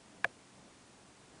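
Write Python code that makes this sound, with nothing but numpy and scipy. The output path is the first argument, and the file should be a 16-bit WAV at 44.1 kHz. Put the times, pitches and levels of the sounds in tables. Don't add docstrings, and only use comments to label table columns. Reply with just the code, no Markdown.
import sys
import numpy as np
from scipy.fft import rfft, irfft, next_fast_len
from scipy.io import wavfile
from scipy.ndimage import map_coordinates

SR = 44100
rng = np.random.default_rng(int(sys.argv[2]) if len(sys.argv) > 2 else 0)


def unload_audio(sound):
    columns = np.transpose(np.atleast_2d(sound))
    steps = np.round(np.clip(columns, -1, 1) * 32767)
    wavfile.write(sys.argv[1], SR, steps.astype(np.int16))


N = 61739
TOP_HZ = 10130


def amp(db):
    return 10 ** (np.asarray(db) / 20)


def unit(x):
    return x / np.sqrt(np.mean(x ** 2) + 1e-20)


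def since(start_s):
    return np.maximum(np.arange(N) / SR - start_s, 0)


def fade(t, rise, t60):
    growth = 1 - np.exp(-t / rise)
    decay = np.exp(-np.log(1000) * t / t60)
    return growth * decay


def wobble(rate):
    points = rng.standard_normal(256)
    return map_coordinates(points, [np.arange(N) * rate / SR], mode="wrap")


def filtered(x, response):
    size = next_fast_len(N + 8192)
    hz = np.fft.rfftfreq(size, 1 / SR)
    return irfft(rfft(x, size) * response(hz), size)[:N]


def noise(spectrum):
    point_hz, point_db = np.transpose(spectrum)

    def colour(hz):
        level_db = np.interp(np.log(hz + 1), np.log(point_hz), point_db)
        return amp(level_db) * (hz < TOP_HZ)

    return unit(filtered(rng.standard_normal(N), colour))


def ring(modes, t, rise):
    out = np.zeros(N)
    for hz, db, t60 in modes:
        out += amp(db) * fade(t, rise, t60) * np.sin(2 * np.pi * hz * t)
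    return out


# (time [s], level [dB])
RUMBLE_LOUDNESS = [(0, -63.5), (.35, -61.5), (.46, -65.5), (.63, -60), (.72, -62.5), (.79, -64),
                   (1.05, -63.5), (1.22, -64), (1.4, -60)]
# (frequency [Hz], relative level per Hz [dB])
RUMBLE_COLOUR = [(20, -17.5), (50, -7.5), (90, -3), (140, -4.5), (280, 3), (400, -4), (800, -7),
                 (1500, -18), (4000, -32.5)]


def distant_rumble(flutter_db=1.2):
    level_db = np.interp(since(0), *np.transpose(RUMBLE_LOUDNESS))
    return amp(level_db + flutter_db * wobble(34.9)) * noise(RUMBLE_COLOUR)


# (frequency [Hz], rms level [dB])
HUM_TONES = [(130.5, -74.5), (196, -72.5)]


def faint_hum(waver_db=3, drift_rad=.35):
    out = np.zeros(N)
    for hz, db in HUM_TONES:
        loudness = amp(waver_db * wobble(12.14))
        phase = 2 * np.pi * hz * since(0) + drift_rad * wobble(9.2)
        out += amp(db) * unit(loudness * np.sin(phase))
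    return out


HISS_DB = -63
# (frequency [Hz], relative level per Hz [dB])
HISS_COLOUR = [(20, -16), (200, 0), (1000, 4.5), (2000, 1.5), (4000, -1.5), (7000, -2), (10000, -4)]


def microphone_hiss():
    return amp(HISS_DB) * noise(HISS_COLOUR)


WALL_DB, WALL_RISE_S, WALL_T60_S = -51.5, .0028, .24
# (frequency [Hz], relative level [dB])
WALL_COLOUR = [(150, -14), (600, 19), (1100, 0), (1700, -17), (3000, -26), (10000, -40)]


def wall_tail():
    envelope = fade(since(MAIN_CONTACT_S), WALL_RISE_S, WALL_T60_S)
    return amp(WALL_DB) * envelope * noise(WALL_COLOUR)


CASING_DELAY_S, CASING_RISE_S = .00291, .0093
# (frequency [Hz], level before its fade shape [dB], time to fall 60 dB [s])
CASING_TONES = [(100, -44.5, .09), (168, -30, .031), (543, -19, .032), (686, -11.9, .0235)]


def casing_ring():
    return ring(CASING_TONES, since(MAIN_CONTACT_S + CASING_DELAY_S), CASING_RISE_S)


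ATTACK_S = .0005
CRACK_DB, CRACK_T60_S = -37, .014
LOW_CUT_HZ = 291
# (time [s], relative level [dB])
CONTACT_HITS = [(.24216, -23.8), (.24463, 0), (.24584, -16.3), (.24927, -22.8)]
MAIN_CONTACT_S = CONTACT_HITS[1][0]
# (frequency [Hz], level before fade shape and bass cut [dB], time to fall 60 dB [s])
SNAP_TONES = [(395, -17, .006), (1087, -21.5, .0139), (1237, -22.5, .0183), (1677, -10.5, .0115),
              (1691, -10, .0039), (2020, -27.5, .0208), (2225, -19, .0155), (2352, -29.5, .0148),
              (2712, -29.4, .017), (3258, -23.5, .0077), (4641, -38, .0122), (6131, -43, .0135),
              (6374, -42.4, .012), (8031, -35.5, .0066)]
# (frequency [Hz], relative level [dB])
CRACK_COLOUR = [(300, -24), (1500, 6.5), (3500, 10), (5500, -13), (10000, -2.5)]


def click():
    out = np.zeros(N)
    for contact_s, db in CONTACT_HITS:
        t = since(contact_s)
        tones = ring(SNAP_TONES, t, ATTACK_S)
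        crack = amp(CRACK_DB) * fade(t, ATTACK_S, CRACK_T60_S) * noise(CRACK_COLOUR)
        out += amp(db) * (tones + crack)

    def bass_cut(hz):
        return (1j * hz / (LOW_CUT_HZ + 1j * hz)) ** 2

    return filtered(out, bass_cut)


def scene():
    background = distant_rumble() + faint_hum() + microphone_hiss()
    snap = wall_tail() + casing_ring() + click()
    return (background + snap)[None]


def record(dry):
    return np.array([filtered(channel, lambda hz: hz < TOP_HZ) for channel in dry])


dry = scene()
out = record(dry)
unload_audio(out)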